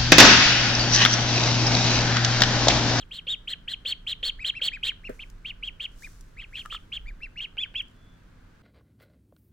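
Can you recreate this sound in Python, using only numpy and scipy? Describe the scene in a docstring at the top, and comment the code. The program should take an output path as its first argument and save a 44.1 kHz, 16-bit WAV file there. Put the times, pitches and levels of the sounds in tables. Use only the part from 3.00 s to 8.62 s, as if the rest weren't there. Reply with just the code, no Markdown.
"""Two ducklings on rugs in a sheltered concrete yard, close to a hand-held microphone, over a low rumble.
From the start one peeps loudly: arched syrinx whistles, overdriven into a rasp at the summit.
From 0.5 s the other answers with soft, clean, lower peeps. At 2.1 s a bump thuds on the microphone;
the loud peeps then drop in pitch. The hand rustles at 3 s, and bills tap near 3.7 s.
After 4.8 s the peeps stop, leaving faint nibbling and one thin, far note."""
import sys
import numpy as np
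from scipy import signal
from scipy.fft import rfft, irfft
from scipy.io import wavfile
from scipy.ndimage import uniform_filter1d

SR = 44100
rng = np.random.default_rng(int(sys.argv[2]) if len(sys.argv) > 2 else 0)


def master(y):
    """Save y as 16-bit WAV."""
    cut = np.clip(np.atleast_2d(y).T, -1, 1)
    pcm = np.round(cut * 32767)  # scale
    wavfile.write(sys.argv[1], SR, pcm.astype(np.int16))


N = 247842
TIME_S = np.arange(N) / SR

# stereo noise: freq_hz, left_right_correlation
COHERENCE = [(30, 0.98), (120, 0.97), (260, 0.74), (550, 0.21), (1200, 0.33), (3000, 0.32), (8000, 0.09),
             (16000, 0.17)]
# noise spectra: freq_hz, density_db
YARD_SPECTRUM = [(38, -32), (65, -6.5), (92, -2.5), (183, -9.5), (651, -22.5), (765, -25.5), (1560, -19.5),
                 (1840, -25), (2360, -28.5), (3420, -32.5), (4610, -36.5), (10600, -68), (11900, -68.5),
                 (14900, -47.5), (16000, -51)]
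RUMBLE_SPECTRUM = [(15, -3.5), (28, 9), (42, 5.5), (60, -8), (90, -24.5), (200, -61.5)]
RUSTLE_SPECTRUM = [(700, -12.5), (1500, -9.5), (3000, -1), (6000, 7.5), (9000, 2.5), (12000, -2),
                   (16000, -6)]
RASP_SPECTRUM = [(200, -38.5), (520, -18.5), (900, -26.5), (1400, -20), (1900, -11), (2450, -18),
                 (3150, 6.5), (3550, -0.5), (3820, -9.5), (4300, -9), (4800, -26.5), (5800, -35.5),
                 (9000, -69)]
HISS_SPECTRUM = [(3500, -22.5), (5000, -8.5), (5800, -10.5), (7000, -1.5), (7750, 6), (8300, -6.5),
                 (9200, -7), (11800, -13), (14000, -12), (15300, -4), (16500, -9.5)]
# distant hum: pitch_hz, level_db
HUM_TONES = [(100, -65.5), (173, -67), (252, -71)]
# handling rumble: time_s, level_db
RUMBLE_LEVELS = [(0.0, -58), (0.04, -48), (0.12, -55), (1.42, -44.5), (1.67, -59), (1.71, -49), (3.72, -47),
                 (3.9, -54), (4.02, -38.5), (4.52, -54), (5.38, -52), (5.62, -61.5)]
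# hand rustles: peak_s, level_db
HAND_RUSTLES = [(2.15, -82.5), (3.03, -71.5), (3.599, -77.5)]
# impacts and hard peep onsets: start_s, level_db
HAND_TICKS = [(2.0951, -46), (2.3002, -42.5), (3.2093, -42.5), (3.6586, -40), (4.821, -51.5)]
MIC_BUMPS = [(2.092, -22.5)]
BILL_TAPS = [(3.6525, -36), (3.6583, -27), (3.7253, -26), (3.7473, -25.5)]
DRY_CLICKS = [(4.57, -39.5), (4.742, -43)]
HARD_ONSETS = [(0.268, -41.5), (0.85, -41), (1.229, -36), (1.614, -38)]
# struck resonances: freq_hz, gain_db, t60_s
HOUSING_MODES = [(122.5, -13.5, 0.09), (251, 2, 0.041), (404, 7, 0.041), (499, 0, 0.065), (615, -4, 0.051),
                 (1314, -19, 0.061)]
BILL_TAP_MODES = [(1215, -20.5, 0.11), (1303, -0.5, 0.022), (1730, -3, 0.011), (2860, -6, 0.0076)]
DRY_CLICK_MODES = [(910, -11, 0.0088), (1570, -10.5, 0.019), (2730, -2.5, 0.0064)]
THROAT_POP_MODES = [(440, -9.5, 0.034), (511, -3.5, 0.039)]
# throat and bill response: freq_hz, gain_db
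THROAT_RESPONSE = [(1300, -11), (1800, -13), (2200, -12), (2650, -6.5), (3100, 1), (3350, -4), (3600, -4.5),
                   (4300, -4.5), (5200, -14.5), (6200, -2), (7300, 0.5), (9000, -16.5), (16000, -28)]
# soft duckling: start_s, length_s, summit_hz, level_db
SOFT_CALLS = [(0.5, 0.048, 1984, -36), (0.675, 0.052, 1965, -37), (1.387, 0.068, 2570, -31),
              (1.539, 0.07, 2716, -32.5), (1.714, 0.063, 2544, -28.5), (1.855, 0.067, 2766, -28),
              (2.033, .06, 2836, -36), (3.02, 0.059, 2470, -36.5), (3.363, 0.071, 2600, -37.5),
              (3.524, 0.065, 2690, -35), (4.054, .063, 2412, -37), (4.204, 0.071, 2740, -35),
              (4.357, 0.062, 2884, -34), (4.591, .074, 2620, -33.5), (4.744, .07, 2735, -34)]
# loud duckling: start_s, length_s, summit_hz, flank_db, summit_db, rasp_db
LOUD_CALLS = [(-0.045, 0.089, 4230, -44.5, -48, -50), (0.107, 0.1, 4220, -32.5, -39, -41.5),
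              (0.268, 0.091, 3850, -29, -24, -36.5), (0.472, .075, 4205, -25, -33.5, -37.5),
              (0.675, 0.077, 4210, -25, -33.5, -37), (0.852, 0.087, 4470, -21.5, -29, -33),
              (1.064, 0.078, 4115, -25.5, -29, -33.5), (1.227, .082, 4510, -22, -26, -30.5),
              (1.441, 0.071, 4100, -20, -27, -32), (1.613, 0.084, 4407, -18, -27, -29),
              (1.827, 0.081, 4140, -20.5, -30, -29.5), (2.191, .056, 3010, -30.5, -44, -48),
              (2.446, .077, 3270, -27, -40, -43), (2.624, .078, 3406, -27, -37, -44),
              (2.796, 0.075, 3616, -26.5, -40, -38), (3.391, .066, 3160, -32.5, -49.5, -50),
              (3.54, 0.094, 3420, -36.5, -40, -40.5), (3.696, 0.088, 3615, -36, -38.5, -36),
              (3.917, .07, 3574, -29.5, -36.5, -39), (4.394, 0.072, 3270, -26.5, -37.5, -41.5),
              (4.572, 0.083, 3630, -26.5, -29, -58), (4.746, 0.077, 3573, -27, -31, -56.5)]
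# loud duckling's side as the microphone moves: time_s, left_over_right_db
LOUD_BALANCE = [(0.6, .5), (1.6, -1), (2.4, -0.2), (4.8, -1.5)]


def from_db(db):
    """Decibels to gain."""
    return 10 ** (np.asarray(db) / 20)


def unit_rms(x):
    """Scale to rms 1."""
    return x / np.sqrt(np.mean(x ** 2) + 1e-20)


def at_hz(points, hz):
    """Interpolate over log frequency."""
    points_hz, values = np.transpose(points)
    return np.interp(np.log(np.maximum(hz, 1)), np.log(points_hz), values)


def noise(spectrum):
    """Coloured noise, rms 1."""
    gain = from_db(at_hz(spectrum, np.fft.rfftfreq(N, 1 / SR)))
    return unit_rms(irfft(rfft(rng.standard_normal(N)) * gain, N))


def wide_noise(spectrum):
    """Stereo noise: coherent bass, diffuse treble."""
    coherence = at_hz(COHERENCE, np.fft.rfftfreq(N, 1 / SR))
    mid = irfft(rfft(noise(spectrum)) * np.sqrt(1 + coherence), N)
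    side = irfft(rfft(noise(spectrum)) * np.sqrt(1 - coherence), N)
    return unit_rms(np.array([mid + side, mid - side]))


def lowpass(x, cutoff_hz):
    """Second-order low-pass."""
    return signal.sosfilt(signal.butter(2, cutoff_hz, fs=SR, output="sos"), x)


def flutter(rate_hz):
    """Random wavering up to rate_hz, rms 1."""
    return unit_rms(lowpass(rng.standard_normal(N), rate_hz))


def pan(balance_db):
    """Left and right gains."""
    return from_db(np.array([[.5], [-.5]]) * balance_db)


def lag_right(pair, lag_s):
    """Later arrival at the right microphone port."""
    delay = np.exp(-2j * np.pi * np.fft.rfftfreq(N, 1 / SR) * lag_s)
    return np.array([pair[0], irfft(rfft(pair[1]) * delay, N)])


def bursts(events, decay_s):
    """Envelope: a jump and an exponential decay per event."""
    return sum(from_db(level_db) * (TIME_S >= start_s) * np.exp(-np.abs(TIME_S - start_s) / decay_s)
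               for start_s, level_db in events)


def strike(events, modes, contact_s=0.00011):
    """Each blow rings all modes at slightly random strengths; long contact softens the onset."""
    out = np.zeros(N)
    for start_s, level_db in events:
        at = np.flatnonzero((TIME_S >= start_s) & (TIME_S < start_s + .25))
        age_s = TIME_S[at] - start_s
        attack = 1 - np.exp(-age_s / contact_s)
        for hz, mode_db, t60_s in modes:
            decay = from_db(level_db + mode_db + rng.normal() - 60 * age_s / t60_s)
            out[at] += attack * decay * np.sin(2 * np.pi * hz * age_s)
    return out


def wavering_tone(hz, depth, rate_hz):
    """Sine with random pitch drift, rms 1."""
    pitch_hz = hz * (1 + depth * flutter(rate_hz))
    return np.sqrt(2) * np.sin(2 * np.pi * np.cumsum(pitch_hz) / SR)


def yard(noise_db=-56.5, note_db=-69.5, note_start_s=4.93, note_length_s=.28):
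    """Outdoor rumble, a low hum and one far note that swells and fades."""
    rumble = from_db(noise_db) * wide_noise(YARD_SPECTRUM)
    hum = sum(from_db(db) * wavering_tone(hz, depth=0.02013, rate_hz=13.3) for hz, db in HUM_TONES)
    swell = np.sin(np.pi * np.clip((TIME_S - note_start_s) / note_length_s, 0, 1))
    note = from_db(note_db) * swell * wavering_tone(hz=3430, depth=0.019, rate_hz=151)
    return rumble + hum + note


def yard_echo(pair, gain_db=-15.5, t60_s=0.29, first_s=0.002):
    """Walls and paving return a short, diffuse, duller tail."""
    age_s = TIME_S[:SR * 3 // 4]
    tail = rng.standard_normal((2, len(age_s))) * from_db(-60 * age_s / t60_s) * (age_s > first_s)
    tail /= np.sqrt(np.sum(tail ** 2, axis=1, keepdims=True))
    tail = lowpass(tail, cutoff_hz=5500)
    return from_db(gain_db) * signal.fftconvolve(pair.mean(axis=0, keepdims=True), tail, axes=1)[:, :N]


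def ground_bounce(pair, gain_db=-13, first_s=0.00089, last_s=0.0047):
    """Rugs, paving and bodies scatter four early echoes to each port."""
    paths = np.zeros((2, SR // 50))
    for side in paths:
        gains = rng.choice([-1, 1], size=4) / 2
        delays_s = rng.uniform(first_s, last_s, size=4)
        side[(delays_s * SR).astype(int)] = gains
    return from_db(gain_db) * signal.fftconvolve(pair, paths, axes=1)[:, :N]


def handling(swell_s=0.045, fade_s=0.11, rub_db=-76.5, grain_db=1.5):
    """The hand on the microphone: rumble, grainy rustles over a steady rub, a few ticks."""
    rumble_db = np.interp(TIME_S, *np.transpose(RUMBLE_LEVELS)) + 0.5
    rumble = pan(-1.5) * from_db(rumble_db) * wide_noise(RUMBLE_SPECTRUM)
    rub = from_db(rub_db)
    for peak_s, level_db in HAND_RUSTLES:
        age_s = TIME_S - peak_s
        rub = rub + from_db(level_db + 15.5) * np.exp(-np.maximum(-age_s / swell_s, age_s / fade_s))
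    grain = unit_rms(from_db(grain_db * flutter(214.8)))
    ticks = from_db(-6) * bursts(HAND_TICKS, decay_s=0.0022)
    return rumble + (rub * grain + ticks) * wide_noise(RUSTLE_SPECTRUM)


def microphone_bump(brush_gain_db=-22):
    """The housing thuds, shaking each port differently; down brushes past."""
    thud = pan(1.3) * strike(MIC_BUMPS, HOUSING_MODES, contact_s=0.0066)
    down = wide_noise(spectrum=[(120, -22), (500, 4.5), (800, -23), (1600, -1), (5000, -29)])
    brush = from_db(brush_gain_db) * bursts(MIC_BUMPS, decay_s=0.029) * down
    return lag_right(thud, lag_s=0.00047) + brush


def nibbling(start_s=4.85, ticks_per_s=30, decay_s=0.0027, level_db=-61.5, fade_db_per_s=28):
    """Bills work through feed: tiny random ticks, dying away."""
    age_s = TIME_S - start_s
    hits = (rng.random(N) < ticks_per_s / SR) & (age_s > 0)
    impulses = hits * rng.uniform(.3, 1, N)
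    envelope = signal.lfilter([1], [1, -np.exp(-1 / (decay_s * SR))], impulses + 1e-18)
    fade = from_db(level_db - fade_db_per_s * np.maximum(age_s, 0))
    return fade * envelope * wide_noise(RUSTLE_SPECTRUM)


def knocks():
    """Bill taps and small dry clicks, each ringing briefly."""
    taps = from_db(1.5) * strike(BILL_TAPS, BILL_TAP_MODES, contact_s=0.00088)
    clicks = from_db(7.5) * strike(DRY_CLICKS, DRY_CLICK_MODES)
    return taps + clicks


def arch(start_s, length_s, summit_hz, start_hz, end_hz, roundness=2.05):
    """Samples, progress 0-1 and pitch of one peep: a near-parabolic rise and fall."""
    at = np.flatnonzero((TIME_S >= start_s) & (TIME_S < start_s + length_s))
    progress = (TIME_S[at] - start_s) / length_s
    foot_hz = np.where(progress < .5, start_hz, end_hz)
    return at, progress, summit_hz - (summit_hz - foot_hz) * np.abs(2 * progress - 1) ** roundness


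def whistle(hz, swell, partials, purity_db=9):
    """Syrinx partials (multiple, gain_db) through the throat; nearly a sine at weak pressure."""
    phase = 2 * np.pi * np.cumsum(hz) / SR
    tone = 0
    for multiple, gain_db in partials:
        throat_db = at_hz(THROAT_RESPONSE, multiple * hz)
        loss_db = purity_db * multiple * (multiple > 1) * (1 - swell)
        tone += from_db(gain_db + throat_db - loss_db) * np.sin(multiple * phase)
    return np.sqrt(2) * tone


def soft_duckling(gain_db=0.5, jitter=0.0047, shimmer_db=3.0):
    """Gentle peeps swell to a summit where the period briefly doubles."""
    out = np.zeros((2, N))
    waver, shimmer, colour_db = flutter(600), flutter(130), 1.7 * flutter(67)
    for start_s, length_s, summit_hz, level_db in SOFT_CALLS:
        at, progress, hz = arch(start_s, length_s, summit_hz, start_hz=1547, end_hz=1366)
        swell = np.sin(np.pi * progress)
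        doubling_db = -22 - 70 * (1 - swell)
        partials = [(1, 0), (1.5, doubling_db), (2, -20 + colour_db[at]),
                    (3, -32 - colour_db[at]), (4, -34)]
        tone = whistle(hz * (1 + jitter * waver[at]), swell, partials)
        envelope = from_db(gain_db + level_db + shimmer_db * shimmer[at]) * swell ** 0.41
        out[:, at] += pan(1.1) * envelope * tone
    return lag_right(out, lag_s=.000038)


def throat_pull(hz, throat_hz=3250, reach_hz=450, pull=0.6):
    """Pitch lingers near the main throat resonance."""
    offset_hz = hz - throat_hz
    return hz - pull * offset_hz * np.exp(-(offset_hz / reach_hz) ** 2)


def throat_ring(pair, ring_hz=3190, width_hz=124, gain_db=-11):
    """The throat resonance rings on briefly after the whistle sweeps through."""
    b, a = signal.iirpeak(ring_hz, ring_hz / width_hz, fs=SR)
    return pair + from_db(gain_db) * signal.lfilter(b, a, pair + 1e-18)


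def throat_opening(rasp):
    """The hardest peeps open with a puff and a soft pop."""
    puff = from_db(4) * uniform_filter1d(bursts(HARD_ONSETS, decay_s=0.0064), size=150)
    return puff * rasp + strike(HARD_ONSETS, THROAT_POP_MODES, contact_s=0.0014)


def syrinx_noise(sputter_db=1.5, crackle_db=3.5, wide_share=0.59):
    """Membranes slap shut unevenly: sputtering rasp, spiky hiss."""
    sputter = unit_rms(from_db(sputter_db * flutter(580)))
    rasp = noise(RASP_SPECTRUM) * sputter
    hiss = np.sqrt(1 - wide_share) * noise(HISS_SPECTRUM)
    hiss = hiss + np.sqrt(wide_share) * wide_noise(HISS_SPECTRUM)
    spikes = unit_rms(sputter * from_db(crackle_db * flutter(1500)))
    return rasp, hiss * spikes


def loud_duckling(jitter=.003, rasp_jitter=0.039, shimmer_db=0.5, catch_db=-6,
                  easy_summit_hz=3540, attack_share=0.043, release_share=0.16):
    """The syrinx is overdriven near each summit: the whistle falters and breaks into rasp."""
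    out = np.zeros((2, N))
    waver, shimmer = flutter(1000), flutter(190)
    rasp, hiss = syrinx_noise()
    for start_s, length_s, summit_hz, flank_db, summit_db, rasp_db in LOUD_CALLS:
        at, progress, hz = arch(start_s, length_s, summit_hz, start_hz=2018.6, end_hz=1615)
        swell = np.sin(np.pi * progress)
        # higher peeps: longer break, more hiss, more weight on the fall
        strain_octaves = np.log2(summit_hz / easy_summit_hz)
        rasp_share = 0.49 + 0.38 * max(strain_octaves, 0)
        hiss_db = rasp_db - 20.5 + 20.5 * strain_octaves
        tilt_db = (17 * strain_octaves - 1.5) * (progress - .5)
        broken = 1 / (1 + np.abs((progress - 0.48) / (rasp_share / 2)) ** 8)
        chaos = broken * min(from_db(rasp_db - summit_db), 1)

        tone_db = (flank_db + 2 + tilt_db) * (1 - broken) + summit_db * broken
        tone_db += catch_db * chaos * np.sin(np.pi * broken)  # dips entering and leaving the rasp
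        tone_db += shimmer_db * chaos * shimmer[at]
        pitch_hz = throat_pull(hz) * (1 + (jitter + rasp_jitter * chaos) * waver[at])
        bright_db = 0.34 * (hiss_db + 53)
        partials = [(1, 0), (2, -24.5 + bright_db), (3, -30 + bright_db)]
        tone = from_db(tone_db) * swell ** 0.35 * whistle(pitch_hz, swell, partials)

        # floors keep slight turbulence through the whole peep
        turbulence = from_db(rasp_db - 2) * rasp[at] * np.maximum(broken, 0.061)
        air = from_db(hiss_db) * hiss[:, at] * np.maximum(broken * swell, 0.11)
        fade = np.clip(np.minimum(progress / attack_share, (1 - progress) / release_share), 0, 1)
        balance_db = np.interp(start_s, *np.transpose(LOUD_BALANCE))
        out[:, at] += pan(balance_db) * fade * (tone + turbulence + air)
    return lag_right(throat_ring(out + throat_opening(rasp)), lag_s=.000018)


def scene():
    """Ducklings and knocks with their echoes, plus microphone noises and the yard."""
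    near = knocks() + loud_duckling() + soft_duckling() + nibbling()
    return yard() + near + ground_bounce(near) + yard_echo(near) + handling() + microphone_bump()


def record(dry):
    """Steep low-pass at 15.9 kHz."""
    return signal.sosfilt(signal.ellip(10, .1, 80, 15900, fs=SR, output="sos"), dry)


dry = scene()
out = record(dry)
master(out)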